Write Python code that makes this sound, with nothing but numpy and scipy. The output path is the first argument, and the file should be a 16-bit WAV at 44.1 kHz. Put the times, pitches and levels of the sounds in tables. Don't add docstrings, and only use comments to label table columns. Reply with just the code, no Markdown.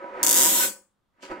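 import sys
import numpy as np
from scipy import signal
from scipy.fft import rfft, irfft
from scipy.io import wavfile

SR = 44100
rng = np.random.default_rng(int(sys.argv[2]) if len(sys.argv) > 2 else 0)


def bounce(signal):
    frames = np.transpose(np.atleast_2d(signal))
    limited = np.clip(frames, -1, 1)
    pcm = np.round(limited * 32767).astype(np.int16)
    wavfile.write(sys.argv[1], SR, pcm)


def magnitude_from_level(level_db):
    exponent = np.asarray(level_db, float) / 20
    return 10 ** exponent


N = 61740
TIME = np.arange(N) / SR

# time in seconds, level in dB.
THUMPS = [
    (.043, -33.5),
    (.168, -40),
    (1.229, -43),
    (1.243, -44),
    (1.3015, -36),
    (1.3065, -40.5),
    (1.3145, -34),
    (1.3205, -37),
    (1.3265, -35.5),
]


def evened(x):
    return x / np.sqrt(np.mean(x ** 2) + 1e-20)


def read(points, hz):
    f, value = np.transpose(points)
    return np.interp(np.log(hz + 1), np.log(f + 1), value)


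def follow(curve):
    s, db = np.transpose(curve)
    return magnitude_from_level(np.interp(TIME, s, db))


def colour(x, points):
    hz = np.fft.rfftfreq(N, 1 / SR)
    return irfft(rfft(x) * magnitude_from_level(read(points, hz)), N)


def ring(x, hz, width):
    r = np.exp(-np.pi * width / SR)
    return 2 * signal.lfilter([1 - r], [1, -r * np.exp(2j * np.pi * hz / SR)], x)


def dying_tones(rows, t):
    return sum(magnitude_from_level(db) * np.exp(-np.pi * width * t) * np.sin(2 * np.pi * hz * t) for hz, width, db in rows)


def grit(per_s, spread_db):
    size = magnitude_from_level(spread_db * np.minimum(rng.exponential(1, (2, N)), 5)) * rng.standard_normal((2, N))
    return evened(size * (rng.random((2, N)) < per_s / SR))


def train(rows):
    s, db = np.transpose(rows)
    out = np.zeros(N)
    out[np.round(s * SR).astype(int)] = magnitude_from_level(db)
    return out


def room(x):
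    # pitch in Hz, seconds to die by 60 dB.
    decay = [(200, 0.32), (1000, 0.34), (3500, .24), (7500, 0.28), (10000, .28), (12500, 0.16),
             (16000, 0.28)]
    taps = np.zeros((2, SR // 2))
    slots = np.arange(120, SR // 2 - 10, 10)
    at = slots + rng.integers(0, 10, (2, len(slots)))
    np.put_along_axis(taps, at, rng.choice([-1., 1.], at.shape), 1)
    hz, t, z = signal.stft(taps, SR, nperseg=256)
    fade = magnitude_from_level(-60 * t / read(decay, hz)[:, None])
    tail = signal.istft(z * fade, SR, nperseg=256)[1]
    return signal.fftconvolve(x, tail / np.linalg.norm(tail[0]), axes=1)[:, :N]


def hush():
    # pitch in Hz, level in dB.
    spectrum = [(40, -7.5), (200, -8), (600, -18), (1200, -14.5), (2300, -29.5), (3500, -26), (5000, -33),
                (16000, -40.5)]
    level_db = -76.5
    a = rng.standard_normal((2, N))
    return magnitude_from_level(level_db) * evened(colour(a + 0.23 * a[::-1], spectrum))


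def fingers():
    # time in seconds, level in dB.
    slide = [(1.12, -100), (1.192, -91.5), (1.23, -50), (1.244, -50.5), (1.292, -59.5), (1.322, -60.5),
             (1.346, -69.5), (1.4, -83)]
    # pitch in Hz, level in dB.
    skin = [(880, -28), (1500, -20), (1920, 2), (3090, 6.5), (3590, -1.5), (4590, -1.5), (7540, -4),
            (13000, -26)]
    slips_per_s, level_db, start_s = 2500, 3.5, 1.12
    slips = grit(slips_per_s, 2.5) + .9 * rng.standard_normal((2, N))
    slips = slips + 0.084 * slips[::-1]
    rub = evened(colour(slips, [(300, -29.5)] + list(skin)))
    return magnitude_from_level(level_db) * rub * follow(slide) * (TIME > start_s)


def grip():
    # time in seconds, level in dB.
    chatter = [
        (1.2288, -43),
        (1.2365, -43),
        (1.2445, -43),
        (1.2525, -45),
        (1.314, -44),
        (1.3205, -46),
    ]
    # pitch in Hz, width in Hz, level in dB.
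    tick_tones = [(2200, 500, -3), (3100, 500, -4), (4600, 300, 0), (7000, 900, -7)]
    # pitch in Hz, width in Hz, level in dB.
    rap_tones = [(450, 350, -3.5), (900, 360, -3), (1510, 460, -9)]
    t = np.arange(2000) / SR
    thud = dying_tones([(84.7, 40, -12.5)], t)
    ticks = signal.oaconvolve(train(chatter), dying_tones(tick_tones, t))[:N]
    knocks = signal.oaconvolve(train(THUMPS[-5:]), thud + dying_tones(rap_tones, t))[:N]
    return ticks + room(ticks[None]) + knocks


def rolling_bumps(tracks):
    bumps_per_s, spread_db, smooth = 1500, 1.5, 1.2
    bumps = grit(bumps_per_s, spread_db)[:tracks]
    return evened(bumps + smooth * rng.standard_normal((tracks, N)))


def table(s, db):
    # pitch in Hz, width in Hz, level in dB, left-right phase in radians.
    top_modes = [(201, 7, -10, .1), (278, 22, -3, .2), (325, 25, -4, .2), (370, 28, -7, .2),
                 (523, 20, -4, .3), (556, 14, -8, .3), (690, 40, -10, .5), (780, 30, -10, .6),
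                 (966, 26, 5, 1.9), (1275, 26, -6, 2.2), (1505, 28, -3, 1.4), (1800, 70, -13, .8),
                 (2150, 100, -11, .4), (2600, 200, -12, .3)]
    # dB rolling in, coming to rest, settled, carried off.
    spots = [(-12, 1, 7, -8), (-6.5, -2, -5.5, 3), (3.5, -4, -10.5, 2), (5.5, -1, -8, 3),
             (11.5, -5, -2.5, -1), (5.5, 2.5, 6, 10.5), (8.5, -5.8, -5.5, -0.5), (6.7, -8, -2.5, 5.5),
             (1, -7, -11, -2.5), (11.5, .1, -1, 8), (2.5, 11.5, -10, 3.2), (-10, 1.8, -2, -21),
             (-1.5, 12, -6.5, 0.3), (-11, 15, -6, 1.5)]
    moves_s = [
        .17,
        .23,
        .59,
        .635,
        .69,
        1.1,
        1.2,
    ]
    # time in seconds, level in dB.
    roll = [(0, -41.5), (.12, -41.5), (.2, -32.5), (.235, -28.5), (.46, -26.5), (.55, -31.5), (.65, -27.5),
            (.69, -47.5), (.78, -69), (.9, -83), (1.1, -89), (1.13, -76.5), (1.2, -57.5), (1.227, -57),
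            (1.229, -42.5), (1.278, -46.5), (1.318, -32), (1.345, -39), (1.4, -41)]
    # pitch in Hz, level in dB.
    wood = [(40, -32), (170, -31.5), (230, -19), (1000, -20.5), (2000, -18), (3500, -39), (8000, -50.5),
            (16000, -70.5)]
    # pitch in Hz, likeness of left and right from 0 to 1.
    likeness = [(150, 1), (300, 0.92), (700, 0.55), (1300, 0.22), (3000, 0.41)]
    knock_db, wood_db, room_db, table_db = -24, -4.5, -2, -4.5
    thump_s = 0.000082

    level = follow(roll)
    knocks = np.zeros(N)
    knocks[np.round(s * SR).astype(int)] = magnitude_from_level(db + knock_db) * 10
    u = np.arange(100) / SR / thump_s
    knocks += magnitude_from_level(15) * signal.oaconvolve(train(THUMPS), u * np.exp(-u))[:N]

    modes = np.zeros((2, N))
    for (hz, width, mode_db, turn), (in_db, rest_db, settled_db, off_db) in zip(top_modes, spots):
        path_db = [in_db, 0, 0, rest_db, settled_db, settled_db, off_db]
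        gain = magnitude_from_level(np.interp(TIME, moves_s, path_db) + mode_db) * np.sqrt(SR / (20 * width))
        bumps = rolling_bumps(1)[0]
        z = ring(bumps * level + knocks, hz, width) * gain
        modes += np.array([z * np.exp(.5j * turn), z * np.exp(-.5j * turn)]).real
    band = signal.butter(2, [175, 3000], "band", fs=SR, output="sos")
    modes = signal.sosfilt(band, modes)

    a, b = rolling_bumps(2)
    same = np.clip(read(likeness, np.fft.rfftfreq(N, 1 / SR)), 0, 1)
    left = a * level
    right = irfft(same * rfft(left) + np.sqrt(1 - same ** 2) * rfft(b * level), N)
    rumble = colour(np.array([left, right]), wood) / np.std(colour(a, wood))
    sound = modes + magnitude_from_level(wood_db) * rumble
    wet = room(sound.mean(0)[None])
    wet = (wet + .8 * wet[::-1]) / 2
    side_gain = magnitude_from_level(np.array([[-1], [1.]]))
    return magnitude_from_level(table_db) * side_gain * (sound + magnitude_from_level(room_db) * wet)


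def bounces():
    # time in seconds, strength in dB.
    single = [(.2304, -4), (.2653, -3), (.2923, -3), (.3114, -4), (.3277, -6), (.3426, -5), (.3550, -6),
              (.3661, -2), (.3771, -4), (.3872, -5), (.3956, -5), (.4043, -4), (.4117, -5), (.4194, -5),
              (.4273, -5), (.4338, -4), (.4408, -6), (.4479, -6), (.4540, -5), (.4601, -7), (.4664, -7),
              (.4718, -7), (.4777, -8), (.4835, -8), (.4884, -8), (.4934, -8), (.4984, -9), (.5033, -9),
              (.5079, -9), (.5125, -10)]
    first_gap_s, shrink, wobble = .00435, .982, .04
    buzz_db, loss_db, scatter_db = -10, -0.0407, 1
    stick_s, stick_db_per_s = 0.63, -250
    s, db = np.transpose(single)
    k = np.arange(70)
    chance = rng.standard_normal((70, 2))
    gaps = first_gap_s * shrink ** k * (1 + wobble * chance[:, 0])
    more = s[-1] + np.cumsum(gaps)
    more_db = buzz_db + loss_db * k + scatter_db * chance[:, 1]
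    more_db = more_db + stick_db_per_s * np.maximum(more - stick_s, 0)
    return np.r_[s, more], np.r_[db, more_db]


def dip(x):
    # time in seconds, pitch of the cancelled band in Hz.
    path = [(.23, 3900), (.3, 4070), (.34, 4100), (.38, 4350), (.43, 4300), (.49, 4450), (.55, 4550),
            (.6, 4750), (.66, 4700), (.7, 3750), (.8, 3700)]
    width_hz, depth = 300, 1
    hz = np.interp(TIME, *np.transpose(path))
    turn = np.exp(2j * np.pi * np.cumsum(hz) / SR)
    r = np.exp(-np.pi * width_hz / SR)
    band = 2 * (turn * signal.lfilter([1 - r], [1, -r], x / turn)).real
    return x - depth * band


def rattle(s, db):
    # pitch in Hz, width in Hz.
    click = [(3500, 1100), (4700, 1200), (5700, 900), (6900, 800), (7950, 700), (9300, 1000), (10100, 1100),
             (11800, 1200), (13000, 1400), (14400, 1500), (15500, 1100)]
    # dB at the start, dB in the buzz, left over right in dB.
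    click_mix = [(-4.5, -7.5, 0.5), (-6, -9, -7), (-5.5, -12, 5.5), (5.5, -4, -2), (2, -1.5, -3.5),
                 (1.5, -15, -4), (1, -7, 2), (2.5, -1.5, -0.5), (-4.5, -8, 11), (-2.5, -7.5, -11),
                 (-5.5, -16, 0)]
    # delay in ms, left level in dB, right level in dB.
    echoes = [(0, -13.5, 1.5), (0.4367, -15, -2.5), (1.305, -1, -12), (2.6, -21.5, -27.5),
              (5.666, -14, -22), (6.303, 1, -11.5), (7.444, -6, -10), (8.85, -13.5, -19), (11.64, -16, -15),
              (16.2, -6.5, -15), (16.02, -7, -22), (17.6, -22, -15), (19, -14.5, -4.5), (22.06, -5.5, -19)]
    room_db = [
        [3],
        [-3.5],
    ]
    click_db, detune = 9, .008
    turning = .25
    oppose = 2.1

    hz, width, start_db, buzz_db, lean_db = np.c_[click, click_mix].T[:, :, None]
    length = 200
    t = np.arange(length) / SR
    near, direct = np.zeros((2, N)), np.zeros((2, N))
    shape = (len(s), len(echoes), 2, len(click), 1)
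    phase = rng.uniform(0, 2 * np.pi, shape[1:]) + turning * np.cumsum(rng.standard_normal(shape), 0)
    phase[:, :3, 0] = phase[:, :3, 1] + oppose * (hz > 5000)
    tune = 1 + detune * rng.standard_normal((len(s), len(click), 1))
    side_gain = magnitude_from_level([lean_db / 2, -lean_db / 2])
    buzz_share = np.clip((s - s[0]) / 0.32, 0, 1)
    for n, mix in enumerate(buzz_share):
        tone_db = start_db + mix * (buzz_db - start_db)
        size = magnitude_from_level(click_db + db[n] + tone_db) * np.sqrt(width / 1e3) / 3
        tones = np.exp(-np.pi * width * t) * np.sin(2 * np.pi * hz * tune[n] * t + phase[n])
        ticks = (size * side_gain * tones).sum(2)
        ticks *= np.minimum(t / .00018, 1)
        for tick, (ms, *side_db) in zip(ticks, echoes):
            i = round((s[n] + ms / 1e3) * SR)
            near[:, i:i + length] += tick * magnitude_from_level(np.array(side_db))[:, None]
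        i = round(s[n] * SR)
        direct[:, i:i + length] += ticks[0]
    heard = near + magnitude_from_level(np.array(room_db)) * room(direct)
    no_bass = signal.butter(2, 2500, "high", fs=SR, output="sos")
    return signal.sosfilt(no_bass, dip(dip(heard)))


def scene():
    s, db = bounces()
    return rattle(s, db) + table(s, db) + fingers() + grip() + hush()


def roll_off(x):
    return signal.sosfilt(signal.butter(12, 17150, fs=SR, output="sos"), x)


def record(dry):
    top_hz = 15800
    soft = np.pad(np.tanh(dry), [(0, 0), (127, 127)], "reflect")
    low_pass = signal.firwin(255, top_hz, window=("kaiser", 6), fs=SR)
    mix = signal.oaconvolve(soft, low_pass[None], "valid")
    return roll_off(mix)


dry = scene()
out = record(dry)
bounce(out)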